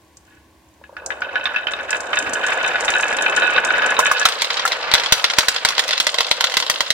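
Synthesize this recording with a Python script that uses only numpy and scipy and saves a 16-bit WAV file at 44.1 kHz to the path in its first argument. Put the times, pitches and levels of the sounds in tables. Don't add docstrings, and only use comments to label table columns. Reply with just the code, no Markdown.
import sys
import numpy as np
from scipy import signal
from scipy.fft import rfft, irfft, next_fast_len
from scipy.io import wavfile

SR = 44100
rng = np.random.default_rng(int(sys.argv[2]) if len(sys.argv) > 2 else 0)


def waveform_to_disk(signal):
    frames = np.transpose(np.atleast_2d(signal))
    scaled = np.clip(frames, -1, 1) * 32767
    samples = np.round(scaled).astype(np.int16)
    wavfile.write(sys.argv[1], SR, samples)


N = 305613
SPILL_S = (3.98, 4.16)

# pitch_hz, level_db, t60_s
BOARD_MODES = [(560, -14, .03), (940, -14, .03), (1390, -12, .03), (1480, 0, .07), (1550, -9, .04),
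               (1688, -1, .07), (1900, -12, .025), (2420, -8, .045), (2600, 0, .05), (3035, -3, .04),
               (3640, -3, .05), (3880, -7, .03)]
# start_s, level_db, low_modes_db, high_modes_db
WALL_KNOCKS = [(0.8388, -30, 22.5, -34), (0.967, -18.5, -0.5, -27), (1.1041, -10, 4, -17),
               (1.2192, -10, 3, -25), (1.3557, -9, -17, -18), (1.4556, -4.5, -39, -7),
               (1.5431, -16.5, -11, -23), (1.561, -5.5, -25, -17), (1.6694, -6, -23, -18),
               (1.7138, -15, 8, -10), (1.7355, -8.5, -20, 1), (1.7882, -17, 14, -30),
               (1.8935, -13.5, 4, -24), (1.9291, -5.5, -11, -18), (2.1138, -48, 0, -21),
               (2.131, -6, -20, -16), (2.1706, -5, -19, -19), (2.495, -30, 13, -14), (2.5206, -6.5, 5, -13),
               (2.6424, -8.5, -13, -14), (2.6644, -16, -29, -11), (2.699, -32, -10, -25),
               (2.7563, -7.5, -14, -18), (2.8003, -28, 1, -18), (2.8377, -14, -4, -19),
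               (2.8805, -6, -25, -5), (2.9376, -6, -23, -6), (2.9759, -17, -4, -21),
               (2.9978, -7.5, -3, -24), (3.0278, -14, -16, -26), (3.0547, -11, -7, -26),
               (3.126, -7.5, 2, -19), (3.1862, -8, -22, -5), (3.2622, -4, -28, -23),
               (3.365, -7.5, -27, -14), (3.4199, -8.5, -23, -13), (3.4766, -7.5, -7, -21),
               (3.5284, -19, 5, -15), (3.5623, -5, -17, -2), (3.6853, -20, -3, -20), (3.7043, -4.5, 7, -20),
               (3.819, -8, 12, -25), (3.8743, -10.5, 5, -25), (3.9048, -18, 4, -21), (3.9202, -9, -9, -20),
               (3.9666, -7, -21, -9), (3.9906, -6.5, -9, -9), (4.0564, -2.5, -13, -13),
               (4.1128, -8, 3, -26), (4.2138, -7, 8, -11), (4.2542, -0.5, -23, -4)]
# start_s, level_db
SOFT_TAPS = [(0.813, -35.5), (0.893, -31), (0.927, -32.5)]


def wall_knocks(clack, deep_db=-21.5, middle_db=-9.5):
    out, t = np.zeros((2, N)), times(0.1)
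    mode_hz = np.transpose(BOARD_MODES)[0][:, None]
    for start_s, db, low_db, high_db in WALL_KNOCKS:
        tilt = [(1000, deep_db), (1350, low_db), (1700, low_db), (2500, middle_db), (3000, high_db)]
        modes = ring(BOARD_MODES, along(tilt, mode_hz), scatter_db=5.5, attack_s=0.0005)
        burst = excerpt(clack, t) * rise(t, 0.00085) * decay(t, 0.02)
        add(out, start_s, amp(db - 3) * modes + amp(db - 4) * burst)
    for start_s, db in SOFT_TAPS:
        add(out, start_s, amp(db) * ring(BOARD_MODES[:2], 0, scatter_db=3, attack_s=0.0015))
    return out


# start_s, level_db
GLASS_CLICKS = [(0.1703, -32.5), (1.062, -16), (1.2068, -36.5), (1.4408, -31.5), (1.7106, -34),
                (1.718, -25), (1.8309, -36), (1.9066, -12), (1.9676, -24), (2.005, -18), (2.1123, -40),
                (2.1572, -22.5), (2.189, -12.5), (2.295, -25), (2.3348, -10.5), (2.4662, -16.5),
                (2.504, -25), (2.6001, -46), (2.6291, -27), (2.6775, -20), (2.8073, -15.5), (2.8536, -16.5),
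                (2.8865, -26), (2.9035, -13), (2.9837, -22), (3.0092, -18), (3.0816, -21.5), (3.1155, -30),
                (3.167, -21.5), (3.2225, -15), (3.298, -23.5), (3.3637, -12), (3.3973, -25), (3.4647, -49),
                (3.505, -24), (3.6485, -12), (3.781, -24.5), (3.822, -30), (3.8614, -15), (3.9046, -18),
                (3.992, -23), (4.0493, -19), (4.0649, -13.5), (4.1142, -26), (4.1965, -11), (4.2534, -17)]
# freq_hz, density_db
GLASS_SPECTRUM = [(3500, -17.5), (5000, -5.5), (7300, 2.5), (9000, -8), (12000, -27.5), (16000, -56)]
# time_s, level_db
JOSTLE_LEVELS = [(1.2, -71), (2.1, -44), (2.8, -37), (3.9, -45.5), (4.6, -42)]


def glass_clicks():
    out, t = np.zeros((2, N)), times(1 / 15)
    glass = coloured_noise(GLASS_SPECTRUM)
    for start_s, db in GLASS_CLICKS:
        pitch_hz = 7200 * amp(rng.normal(0, .6))
        tick = np.sin(2 * np.pi * pitch_hz * t) * rise(t, .0002) * decay(t, .003)
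        echo = excerpt(glass, t) * decay(t, 0.036)
        add(out, start_s, amp(db + 1) * tick + amp(db - 4) * echo)
    jostle_db, = curves(JOSTLE_LEVELS)
    return out + amp(jostle_db) * glass * contacts(rate_hz=70, spread_db=6.5, t60_s=0.021, steady=0.076)


# time_s, rumble_db, rattle_db
ROLL_LEVELS = [(0.7, -79, -84), (0.85, -63, -94), (1.05, -40.5, -60), (1.2, -38, -46.5), (1.38, -36.5, -32),
               (1.58, -37, -38.5), (2.02, -34, -35.5), (2.45, -30.5, -25.5), (3.11, -28.5, -25.5),
               (3.81, -27.5, -23), (3.93, -28, -28), (4.36, -35, -30), (4.95, -32, -20), (5.11, -34.5, -29),
               (5.73, -38.5, -27), (6.2, -37, -40), (6.49, -36, -33.5), (6.93, -40, -40)]
# freq_hz, density_db
LOADED_SPECTRUM = [(88, -62), (150, -24.5), (412, -8.5), (463, -5.5), (548, 0), (666, -2.5), (958, -4),
                   (1250, -9), (1620, -4), (2750, -120)]
# freq_hz, density_db
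LIGHT_SPECTRUM = [(150, -42), (380, -20.5), (450, -5), (500, -0.5), (600, -3.5), (1000, -4.5), (1620, -7),
                  (2750, -60)]


def groove_rolling(clack, rattle):
    rumble_db, rattle_db = curves(ROLL_LEVELS)
    fade_rad = ramp(SPILL_S, [0, np.pi / 2])
    rumble = np.cos(fade_rad) * coloured_noise(LOADED_SPECTRUM)
    rumble += np.sin(fade_rad) * coloured_noise(LIGHT_SPECTRUM)
    rumble *= contacts(rate_hz=130, spread_db=-1, t60_s=0.079, steady=0.52)
    chatter = clack * contacts(rate_hz=140, spread_db=4, t60_s=0.076, steady=0.06)
    ringing_db = ramp([4.24, 4.3], [3, -12])
    activity = amp(rattle_db) + amp(-16.5) * aftermath(WALL_KNOCKS, t60_s=0.14)
    return amp(rumble_db + 3) * rumble + activity * (amp(ringing_db) * rattle + amp(-3) * chatter)


def board_rattle():
    drive = stereo_noise(lambda hz: hz > 900)
    drive *= contacts(rate_hz=81, spread_db=-0.5, t60_s=0.0089, steady=0.18)
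    modes = resonator(BOARD_MODES[3:], widen=2.8)
    tilt = [(1300, -12), (1470, 0), (1700, -2), (1850, -10), (2600, -8), (4000, -15)]
    return unit_rms(filtered(drive, lambda hz: modes(hz) * amp(along(tilt, hz))))


# pitch_hz, level_db, t60_s
FLOOR_MODES = [(605, -4, 0.052), (1004, 13, 0.026), (1467, 9, 0.039), (1922, 12, 0.029),
               (2035, 14.5, 0.027), (2770, -4.5, 0.0087), (3210, 3.5, 0.031), (3476, 5.5, 0.044),
               (3930, 14, 0.013), (4190, 4.5, 0.0093), (4540, -4, 0.015), (6020, -47, 0.016),
               (5720, 4, 0.0067), (8214, 7.5, 0.031), (11200, -29, .01)]
# start_s, level_db, treble_db
FLOOR_LANDINGS = [(4.2535, -2.5, -14), (4.2866, -11, -16), (4.3216, -14, -32), (4.419, -7, -14.5),
                  (4.4455, -12.5, -20), (4.5036, -11, -27), (4.5415, -14.5, -32), (4.57, -14, -29),
                  (4.595, -11.5, -41), (4.6768, -11, -14), (4.719, -10.5, -28), (4.9143, -10, -25),
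                  (4.9378, 1, -18), (4.9504, -6.5, -45), (4.9975, -12.5, -24), (5.035, -13.5, -39),
                  (5.0601, -10.5, -36), (5.1225, 1.5, -12.5), (5.242, -2.5, -23), (5.2997, -10.5, -27),
                  (5.3357, -12.5, -25), (5.3852, 1, -13.5), (5.4067, -10.5, -35), (5.4837, -2.5, -14.5),
                  (5.5615, -12, -22), (5.6493, -2.5, -16.5), (5.687, -8, -15.5), (5.7049, -14, -18),
                  (5.7802, -7.5, -22), (5.7928, -6, -15), (5.8376, -18, -16), (5.879, -17.5, -10),
                  (5.89, -11.5, -21), (5.908, -8.5, -23), (5.9318, -10.5, -27), (5.9778, -10, -22),
                  (6.0007, -4, -16.5), (6.0674, -5.5, -15.5), (6.1428, -11.5, -20), (6.1845, -7, -22),
                  (6.2058, -5.5, -18.5), (6.267, -15.5, -26), (6.3121, -2.5, -19.5), (6.4078, -7.5, -16),
                  (6.4412, -4.5, -18), (6.4975, -19.5, -19), (6.5194, -17, -19), (6.54, -12, -18),
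                  (6.5688, -3, -15), (6.6005, -12, -15), (6.6242, -12.5, -30), (6.6648, -15, -24),
                  (6.6979, -4.5, -12.5), (6.8057, -5.5, -16.5), (6.8623, -22.5, -28), (6.9038, -4, -18)]
# freq_hz, density_db
LANDING_SPECTRUM = [(200, -88), (500, 5.5), (1500, 5), (3500, 9), (4700, 10), (6500, -1), (10000, -15),
                    (16000, -50)]


def floor_landings(snap, low_db=-8.5):
    out, t = np.zeros((2, N)), times(0.1)
    mode_hz = np.transpose(FLOOR_MODES)[0][:, None]
    body_noise = coloured_noise(LANDING_SPECTRUM)
    for start_s, db, treble_db in FLOOR_LANDINGS:
        tilt = [(2200, low_db), (2600, 0), (6000, 0), (6800, treble_db + 1.5)]
        modes = amp(-2.5) * ring(FLOOR_MODES, along(tilt, mode_hz), scatter_db=3, attack_s=0.00044)
        body = amp(-3.5) * excerpt(body_noise, t) * decay(t, 0.022)
        crack = amp(treble_db + 5) * excerpt(snap, t) * decay(t, 0.023)
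        add(out, start_s, amp(db + 5) * (modes + (body + crack) * rise(t, 0.001)))
    return out


# start_s, level_db, pitch_hz, treble_db
CAR_HITS = [(3.99, -5.5, 1020, -8.5), (4.114, -6.5, 1170, -12), (4.255, -8, 1310, -13.5),
            (4.652, -8, 1352, -11.5)]


def car_hits(snap):
    out, t = np.zeros((2, N)), times(0.1)
    for start_s, db, pitch_hz, treble_db in CAR_HITS:
        modes = [(pitch_hz, 0, .03), (1.257 * pitch_hz, -4, .025), (0.609 * pitch_hz, -9, .03)]
        crack = amp(treble_db - 4.5) * excerpt(snap, t) * rise(t, 0.001) * decay(t, 0.063)
        shell = ring(modes, 0, scatter_db=-2.5, attack_s=0.00072)
        add(out, start_s, amp(db + 5.5) * (shell + crack))
    return out


def thumps(level_db=-18, db_per_db=4.1, peak_s=0.00094):
    out, t = np.zeros(N), times(0.05)
    push = -t / peak_s * np.exp(1 - t / peak_s)
    for start_s, db, *_ in FLOOR_LANDINGS + CAR_HITS:
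        add(out, start_s, amp(db_per_db * db + level_db) * push)
    return out


# freq_hz, density_db
LOOSE_SPECTRUM = [(710, -63), (1200, -21), (1280, -10.5), (1630, -9), (2060, -7.5), (2420, -15.5),
                  (2630, -4.5), (4110, -4.5), (4820, -8), (9000, -37.5), (11700, -55), (19800, -120)]


def floor_rolling(stray_db=-27, spilled_db=-30):
    rolling = coloured_noise(LOOSE_SPECTRUM)
    rolling *= contacts(rate_hz=84, spread_db=5, t60_s=0.034, steady=0.39)
    rumble_db, _ = curves(ROLL_LEVELS)
    spilled = ramp(SPILL_S, [0, 1])
    level_db = (1 - spilled) * (rumble_db + stray_db) + spilled * spilled_db
    return (amp(level_db) + amp(-19) * aftermath(FLOOR_LANDINGS, t60_s=0.14)) * rolling


def handling_rumble(pitch_hz=290):
    rumble = stereo_noise(resonator([(pitch_hz, 0, .012)], widen=0.69))
    return amp(-35.5) * rumble * swell(centre_s=2.27, half_s=.07)


def finger_scrape(clack, rattle):
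    return amp(-53) * (rattle + 0.41 * clack) * swell(centre_s=.34, half_s=0.068)


def wall_echoes(x):
    for delay_s, db in [(.0065, -8), (.013, -16)]:
        add(x, delay_s, amp(db) * x)
    return x


# freq_hz, level_db
MIC_BALANCE = [(500, 0.5), (3000, -0.9), (12000, 0.5)]


def microphone_ports(x, lag_s):
    side = np.array([[1], [-1]]) / 2
    delay = lambda hz: np.exp(-2j * np.pi * hz * lag_s * side)
    return filtered(x, lambda hz: delay(hz) * amp(along(MIC_BALANCE, hz) * side))


# freq_hz, t60_s
ROOM_DECAY = [(200, 0.3), (2000, 0.17), (10000, 0.39)]


def room(x, level_db=-12, step_s=.3):
    out, step = x.copy(), int(step_s * SR)
    for start in range(0, N, step):
        hz, t, spectra = signal.stft(rng.standard_normal((2, SR // 3)), SR, nperseg=256)
        tail = signal.istft(spectra * decay(t, along(ROOM_DECAY, hz)[:, None]), SR, nperseg=256)[1]
        tail[1] = .9 * tail[0] + .4 * tail[1]
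        tail *= amp(level_db) / np.linalg.norm(tail[0])
        add(out, start / SR, signal.fftconvolve(x[:, start:start + step], tail, axes=1))
    return out


# freq_hz, density_db
AIR_SPECTRUM = [(76, -30), (130, -11), (219, -7), (285, -6), (328, 3.5), (370, -10), (794, -12.5),
                (1120, -8.5), (1240, -27), (1540, -15.5), (15900, -32)]


def room_hum(jolt_hz=45):
    shake = coloured_noise([(15, -14), (30, -15), (68, 27.5), (130, 12.5), (260, -39.5)])
    shake_db = ramp([3.6, 4.2], [-58, -98])
    jolt = swell(centre_s=2.86, half_s=.05) * np.sin(2 * np.pi * jolt_hz * np.arange(N) / SR)
    return amp(-54) * coloured_noise(AIR_SPECTRUM) + amp(shake_db) * shake + amp(-49) * jolt


# freq_hz, correlation
PORT_CORRELATION = [(100, .97), (700, .85), (1500, .5), (3000, .35), (10000, .35)]


def stereo_noise(response):
    def mid_side(hz):
        angle = np.arccos(np.clip(along(PORT_CORRELATION, hz), -1, 1)) / 2
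        return response(hz) * [np.cos(angle), np.sin(angle)]
    mid, side = filtered(rng.standard_normal((2, N)), mid_side)
    return unit_rms(np.array([mid + side, mid - side]))


def coloured_noise(spectrum):
    return stereo_noise(lambda hz: amp(along(spectrum, hz)))


def ring(modes, gain_db, scatter_db, attack_s):
    hz, db, t60_s = np.transpose(modes)[..., None]
    t = times(0.1)
    spot, detune, pan, phase = rng.standard_normal((4, len(modes), 1))
    width = np.array([1, -1])[:, None, None] * np.minimum(hz / 2600, 1.1)
    level = amp(db + gain_db + scatter_db * spot + 3.8 * width * pan) * decay(t, t60_s)
    partials = level * np.sin(2 * np.pi * hz * (1 + .003 * detune) * t + .5 * width * phase)
    blow = partials.sum(axis=1) * rise(t, attack_s)
    return blow / np.abs(blow).max()


def resonator(modes, widen):
    def band(hz, pitch_hz, t60_s):
        damping = 1j * hz * widen / t60_s
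        return damping / (pitch_hz ** 2 - hz ** 2 + damping)
    return lambda hz: sum((-1) ** k * amp(db) * band(hz, pitch_hz, t60_s)
                          for k, (pitch_hz, db, t60_s) in enumerate(modes))


def contacts(rate_hz, spread_db, t60_s, steady):
    sizes = amp(spread_db * np.clip(rng.standard_normal(N), -2, 2))
    hits = (rng.random(N) < rate_hz / SR) * sizes
    t = times(0.1)
    power = signal.fftconvolve(hits ** 2, (rise(t, 0.0012) * decay(t, t60_s)) ** 2)[:N]
    return np.sqrt((np.abs(power) / np.mean(power) + steady) / (1 + steady))


def aftermath(blows, t60_s):
    energy, t = np.zeros(N), times(0.5)
    for start_s, db, *_ in blows:
        energy[round(start_s * SR)] = amp(db) ** 2
    power = signal.fftconvolve(energy, rise(t, 0.0047) * decay(t, t60_s) ** 2)[:N]
    return np.sqrt(np.abs(power))


def amp(db):
    return 10 ** (np.asarray(db) / 20)


def unit_rms(x):
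    return x / np.sqrt(np.mean(x ** 2) + 1e-20)


def times(length_s):
    return np.arange(round(length_s * SR)) / SR


def rise(t, attack_s):
    return 1 - np.exp(-t / attack_s)


def decay(t, t60_s):
    return amp(-60 * t / t60_s)


def swell(centre_s, half_s):
    return np.exp(-((np.arange(N) / SR - centre_s) / half_s) ** 2)


def ramp(times_s, values):
    return np.interp(np.arange(N) / SR, times_s, values)


def curves(rows):
    times_s, *columns = np.transpose(rows)
    return [ramp(times_s, column) for column in columns]


def along(points, hz):
    freq_hz, values = np.transpose(points)
    return np.interp(np.log(hz + 1), np.log(freq_hz + 1), values)


def filtered(x, response):
    size = next_fast_len(N + SR // 2)
    return irfft(rfft(x, size) * response(np.fft.rfftfreq(size, 1 / SR)), size)[..., :N]


def excerpt(noise, t):
    return noise[:, rng.integers(N - len(t)):][:, :len(t)]


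def add(track, start_s, sound):
    span = track[..., round(start_s * SR):][..., :sound.shape[-1]]
    span += sound[..., :span.shape[-1]]


def scene():
    clack = coloured_noise([(500, -14), (1200, 6.5), (2500, 5.5), (3900, -9.5), (5200, -11.5),
                            (9000, -37)])
    rattle = board_rattle()
    board = wall_knocks(clack) + glass_clicks() + groove_rolling(clack, rattle)
    handling = handling_rumble() + finger_scrape(clack, rattle)
    snap = coloured_noise([(3000, -9.5), (6000, 9.5), (11500, -4), (16000, -11)])
    floor = wall_echoes(floor_landings(snap) + car_hits(snap)) + floor_rolling()
    return room(microphone_ports(board + handling + floor, lag_s=.00007)) + thumps() + room_hum()


def record(dry):
    top_hz = 16050
    clipped = dry / (1 + np.abs(dry) ** 8) ** (1 / 8)
    return np.clip(filtered(clipped, lambda hz: hz < top_hz), -1, 1)


dry = scene()
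out = record(dry)
waveform_to_disk(out)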